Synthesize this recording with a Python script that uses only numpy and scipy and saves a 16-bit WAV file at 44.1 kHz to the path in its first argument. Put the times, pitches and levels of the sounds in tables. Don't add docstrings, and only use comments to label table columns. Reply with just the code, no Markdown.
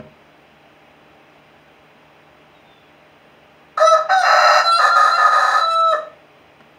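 import sys
import numpy as np
from scipy import signal
from scipy.fft import rfft, irfft
from scipy.io import wavfile
from scipy.ndimage import uniform_filter1d, minimum_filter1d

SR = 44100
rng = np.random.default_rng(int(sys.argv[2]) if len(sys.argv) > 2 else 0)


def inscribe(sig):
    pcm = np.round(np.clip(np.atleast_2d(sig).T, -1, 1) * 32767)
    wavfile.write(sys.argv[1], SR, pcm.astype(np.int16))


N = 298998

# (frequency [Hz], width [Hz], relative level [dB])
OPEN_FORMANTS = [(610, 53, -2.5), (760, 147, -3.5), (1120, 260, -9), (1306, 58, 4), (1454, 260, -6.5),
                 (1820, 190, -8), (2130, 680, -22.5), (2737, 118, -16.5), (4090, 210, -12.5),
                 (4987, 370, -21), (5920, 220, -26), (6830, 1200, -35.5), (8580, 670, -44),
                 (13700, 7700, -52)]


def gain_of(db):
    return 10 ** (np.asarray(db) / 20)


def unit_rms(x):
    return x / np.sqrt(np.mean(x ** 2) + 1e-20)


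def curve_at(points, hz):
    f, value = np.transpose(points)
    return np.interp(np.log(hz + 1), np.log(f + 1), value)


def add(mix, start_s, sound):
    part = mix[max(round(start_s * SR), 0):][:len(sound)]
    part += sound[:len(part)]


def faded(x, attack_s, release_s):
    t = np.arange(len(x)) / SR
    return x * np.minimum(t / attack_s, 1) * np.minimum(t[::-1] / release_s, 1)


def wander(rate_hz, size):
    points, step = 2 ** 14, 16
    hz = np.fft.rfftfreq(points, step / SR)
    slow = unit_rms(irfft(rfft(rng.standard_normal(points)) * np.exp(-(hz / rate_hz) ** 2)))
    return np.interp(np.arange(size) / step % points, np.arange(points), slow)


def coloured(x, response, size=4096):
    hz = abs(np.fft.fftfreq(size, 1 / SR))
    log_gain = np.log(np.maximum(response(hz), 1e-5))
    taps = np.fft.ifft(np.exp(np.conj(signal.hilbert(log_gain)))).real
    return signal.oaconvolve(x, taps[:size // 2])[:len(x)]


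def background(noise_db=-50.14, patchy_db=0.5):
    # (frequency [Hz], relative density [dB])
    noise_spectrum = [(25, -41), (75, -5), (120, -9), (300, -2), (480, -3.5), (610, -0.5), (1200, -6),
                      (2000, -8.5), (2550, -7), (4000, -18), (7400, -33.5), (8900, -29.5), (10500, -43.5),
                      (15500, -31)]
    # (frequency [Hz], relative level [dB])
    hum_partials = [(75, -78.5), (150.7, -66.5), (229, -71), (301.5, -67), (425.3, -68.5), (608.3, -65),
                    (791.3, -66.5)]
    hz, t = np.fft.rfftfreq(2048, 1 / SR), np.arange(N) / SR
    real, imag, patches = rng.standard_normal((3, N // 512 + 5, len(hz)))
    patches = unit_rms(uniform_filter1d(uniform_filter1d(patches, size=8, axis=0), size=24, axis=1))
    frames = (real + 1j * imag) * gain_of(curve_at(noise_spectrum, hz) + patchy_db * patches)
    noise = unit_rms(signal.istft(frames.T, nperseg=2048, noverlap=1536)[1][:N])
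    hum = sum(gain_of(db + 3) * np.sqrt(2) * np.sin(2 * np.pi * f * t + 0.68 * wander(9, N))
              for f, db in hum_partials)
    return gain_of(noise_db) * noise + hum


def whistles(slide_hz_per_s=-1250, fade_db_per_s=-63):
    # (start [s], duration [s], initial pitch [Hz], initial level [dB])
    chirps = [(2.544, .06, 3800, -55), (2.645, .25, 3654, -50)]
    out = np.zeros(N)
    for start, length, pitch_hz, db in chirps:
        t = np.arange(0, length, 1 / SR)
        hz = (pitch_hz + slide_hz_per_s * t) * (1 + 0.0032 * wander(80, len(t)))
        tone = gain_of(db + fade_db_per_s * t) * np.sin(2 * np.pi * np.cumsum(hz) / SR)
        add(out, start, faded(tone, .01, .01))
    return out


def knocks(click_t60_s=.05, edge_s=0.00078):
    # (time [s], level [dB], relative click level [dB])
    impacts = [(0.0, -34, -8), (6.605, -51, 9.5)]
    # (frequency [Hz], relative level [dB], decay time T60 [s])
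    board_modes = [(83, -8, 0.17), (149.7, -5.5, 0.22), (223, 4, 0.091), (392, -7.5, 0.16), (506, -5, 0.11),
                   (619, 1.5, 0.12), (1030, -11, 0.11)]
    out, t = np.zeros(N), np.arange(SR // 2) / SR
    click_band = signal.butter(2, [700, 2200], "band", fs=SR, output="sos")
    for start, db, click_db in impacts:
        ring = sum(gain_of(level - 60 * t / t60) * np.sin(2 * np.pi * (hz * t + rng.random()))
                   for hz, level, t60 in board_modes)
        click = unit_rms(signal.sosfilt(click_band, rng.standard_normal(len(t))))
        click *= gain_of(click_db - 60 * t / click_t60_s)
        add(out, start, gain_of(db) * faded(ring + click, edge_s, edge_s))
    return out


def coop(x, wet_db=-8.5, build_s=0.025, spacing=20):
    # (frequency [Hz], reverberation time T60 [s])
    decay_times = [(300, 0.45), (650, 0.47), (1300, 0.34), (4000, 0.35), (8000, 0.33), (15000, 0.08)]
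    echoes = np.zeros(SR)
    slots = np.arange(10 * spacing, SR - spacing, spacing)
    strengths = rng.choice([-1, 1], len(slots)) * np.minimum(slots / SR / build_s, 1)
    echoes[slots + rng.integers(0, spacing, len(slots))] = strengths
    hz, t, frames = signal.stft(echoes, SR, nperseg=256)
    decay = gain_of(-60 * t / curve_at(decay_times, hz)[:, None])
    tail = signal.istft(frames * decay, SR, nperseg=256)[1]
    return x + gain_of(wet_db) * signal.fftconvolve(x, tail / np.linalg.norm(tail))[:N]


def rasp(size, formants, lock, low_cut_hz, pulse_hz=638.7, lock_hz=253.1, jitter=.4, hiss=0.63):
    turns = np.cumsum(pulse_hz * (1 + jitter * wander(500, size))) / SR
    pulses = np.diff(np.floor(turns), prepend=0) * (1 + 0.14 * wander(640, size))
    puffs = np.exp(-(turns % 1) / 0.47) * rng.standard_normal(size)
    slow_phase = 2 * np.pi * np.cumsum(lock_hz * (1 + 0.017 * wander(77, size))) / SR
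    locked = sum(np.cos(k * slow_phase + 2 * np.pi * rng.random()) for k in range(3, 8))
    drive = unit_rms(pulses - pulses.mean()) + hiss * unit_rms(puffs) + lock * unit_rms(locked)

    def throat(f):
        power = sum(gain_of(db) ** 2 / (1 + ((f - hz) / (width * 0.59)) ** 2) ** 2.36
                    for hz, width, db in formants)
        return np.sqrt(power / (1 + (low_cut_hz / (f + 1)) ** 10))
    return unit_rms(coloured(drive, throat))


def clear_voice(hz, rough, first_db, octave_db, overtones_db, spectrum, dull_db_per_octave):
    size = len(hz)
    jitter = 0.002 * wander(47, size) + 0.011 * rough * wander(220, size)
    phase = 2 * np.pi * np.cumsum(hz * (1 + jitter)) / SR
    overtones = np.zeros(size)
    for k in range(3, 26):
        waver_db = 4.5 * wander(16, size)
        db = curve_at(spectrum, k * hz) - dull_db_per_octave * np.log2(k) + waver_db
        overtones += gain_of(db) * np.cos(k * phase)
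    overtones /= np.sqrt(uniform_filter1d(overtones ** 2, size=900))
    voice = np.sqrt(2) * (gain_of(first_db) * np.cos(phase) + gain_of(octave_db - 3) * np.cos(2 * phase))
    shimmer_db = 1.5 * wander(90, size)
    voice += gain_of(overtones_db + shimmer_db) * overtones
    grit = rasp(size, OPEN_FORMANTS, lock=0, low_cut_hz=4300)
    return voice + rough * gain_of(overtones_db + 3) * grit


def opening_syllables(arch_per_s2=12.5, crest_width_s=0.029, edge_rough=.6):
    # (start [s], end [s], crest time [s], crest pitch [Hz], crest roughness [0-1],
    # relative level [dB], level change [dB], relative overtone level [dB], thinning at the crest [dB])
    syllables = [(3.794, 3.962, 3.886, 659.7, 0, -7.5, 0.5, -32, 24),
                 (4.098, 4.244, 4.142, 765.7, 0.33, -9.5, -10.5, -30, -2.5)]
    # (frequency [Hz], relative level [dB])
    spectrum = [(1950, -18), (2600, -25.5), (3300, -33), (3950, 0.5), (4600, -27), (5300, -18.5),
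                (5950, -15), (6700, -38), (8200, -34), (9200, -28.5), (10200, -43), (15500, -60)]
    out = np.zeros(N)
    for start, end, crest_s, crest_hz, crest_rough, db, change_db, overtones_db, thin_db in syllables:
        t = np.arange(0, end - start, 1 / SR)
        from_crest = start + t - crest_s
        crest = np.exp(-(from_crest / crest_width_s) ** 2)
        hz = crest_hz * (1 - arch_per_s2 * from_crest ** 2)
        rough = edge_rough + (crest_rough - edge_rough) * crest
        level = db + change_db * t / t[-1]
        thin = thin_db * crest
        voice = clear_voice(hz, rough, level - thin, level - 1 - 0.16 * thin,
                            overtones_db + 0.47 * thin, spectrum, dull_db_per_octave=rough)
        add(out, start, faded(voice, attack_s=0.031, release_s=0.025))
    return out


def held_notes(sharp_hz=8.94, settle_s=0.028, bend_s=0.0302):
    # (start [s], end [s], pitch [Hz], final bend [Hz], roughness [0-1],
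    # relative levels of fundamental [dB], octave [dB] and overtones [dB], mellowing [dB])
    notes = [(4.627, 4.799, 672, 27.5, 0, -24, -12.5, -20.5, 3),
             (4.874, 4.96, 681.8, 11.5, 0, -29, -10.5, -27, -1),
             (5.096, 5.184, 675.8, 14.5, 0.01, -31, -8.5, -22.5, 8),
             (5.587, 5.942, 658.4, -43.5, 0, -23.5, -13.5, -28, 9)]
    # (frequency [Hz], relative level [dB])
    spectrum = [(1950, -25.5), (2680, -17), (3400, -22.5), (3930, 2.5), (4100, 3.5), (4620, -29.5),
                (4780, -11), (5400, -24), (6000, -44), (6600, -16), (6850, -26.5), (7500, -26), (8900, -25),
                (10700, -36.5), (14000, -38.5), (15500, -45.5)]
    out = np.zeros(N)
    for start, end, pitch_hz, bend_hz, rough, first_db, octave_db, overtones_db, mellow_db in notes:
        t = np.arange(0, end - start, 1 / SR)
        breaking = np.exp(-t[::-1] / bend_s)
        hz = pitch_hz + sharp_hz * np.exp(-t / settle_s) + bend_hz * breaking
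        mellow = mellow_db * (t / t[-1] - .5)
        voice = clear_voice(hz, rough + 0.23 * breaking, first_db + mellow, octave_db,
                            overtones_db - mellow, spectrum, dull_db_per_octave=7 * breaking)
        add(out, start, faded(voice, attack_s=0.042, release_s=0.014))
    return out


def harsh_bursts():
    # (frequency [Hz], width [Hz], relative level [dB])
    tight_formants = [(573, 83, -9), (762, 172, -9.5), (1065, 163, -9.5), (1258, 89, 2.5), (1390, 56, -3),
                      (1510, 75, -15.5), (1726, 196, -6), (2510, 340, -30), (3510, 110, -32),
                      (4006, 434, -17), (4805, 200, -24), (5590, 460, -31.5), (6513, 320, -26.5),
                      (7480, 400, -32.5), (9060, 1640, -38.5), (13800, 14000, -52)]
    closing_formants = [(350, 510, -25), (592, 145, 4), (1256, 143, 8), (1780, 115, -0.5), (3760, 420, -24),
                        (6000, 3800, -35.5)]
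    # (start [s], end [s], attack [s], relative level [dB], level change [dB],
    # treble gain [dB], treble change [dB], throat shape)
    bursts = [(3.771, 3.858, 0.0061, -19, 2, -1.5, 5, "tight"),
              (3.929, 4.033, .008, -21, -4, -5.5, -8, "tight"),
              (4.086, 4.153, 0.017, -14.5, 0.5, -1, 25, "open"),
              (4.209, 4.642, .055, -11.5, -1.5, 2, 6, "open"), (4.781, 4.924, 0.02, -13, 0, 1, 4, "tight"),
              (4.947, 5.148, 0.018, -14, -1, 2, -1.5, "tight"),
              (5.168, 5.328, 0.021, -12.5, -2.5, -1.5, 4, "tight"),
              (5.297, 5.634, 0.034, -13.5, -2.5, 0.5, 3, "tight"),
              (5.92, 5.985, 0.015, -17, 0.5, -1, -3, "closing")]
    throats = {"open": dict(formants=OPEN_FORMANTS, lock=0, low_cut_hz=454),
               "tight": dict(formants=tight_formants, lock=0.17, low_cut_hz=200),
               "closing": dict(formants=closing_formants, lock=0, low_cut_hz=220)}
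    treble_band = signal.butter(2, 3300, "high", fs=SR, output="sos")
    out = np.zeros(N)
    for start, end, attack_s, db, change_db, treble_db, brighten_db, shape in bursts:
        t = np.arange(0, end - start, 1 / SR)
        progress = t / t[-1]
        voice = rasp(len(t), **throats[shape])
        treble = signal.sosfiltfilt(treble_band, voice)
        voice += (gain_of(treble_db + brighten_db * (progress - .5)) - 1) * treble
        voice *= gain_of(db + change_db * progress)
        add(out, start, faded(voice, attack_s, release_s=0.051))
    return out


def rooster():
    return gain_of(-1.84) * (opening_syllables() + held_notes()) + gain_of(-.5) * harsh_bursts()


def scene():
    return (coop(rooster() + whistles() + knocks()) + background())[None]


def record(dry, threshold=.88, cutoff_hz=15750):
    # (frequency [Hz], half-width [Hz], gain [dB])
    notches = [(3660, 50, -14), (4390, 80, -15), (8080, 200, -16), (11800, 280, -20)]
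    heard = coloured(dry[0], lambda f: gain_of(sum(db / (1 + ((f - hz) / width) ** 2)
                                                   for hz, width, db in notches)))
    limiter_gain = minimum_filter1d(threshold / np.maximum(abs(heard), threshold), size=441)
    heard *= uniform_filter1d(uniform_filter1d(limiter_gain, size=221), size=221)
    low_pass = signal.firwin(511, cutoff_hz, window=("kaiser", 9), fs=SR)
    return signal.oaconvolve(heard, low_pass, "same")[None]


dry = scene()
out = record(dry)
inscribe(out)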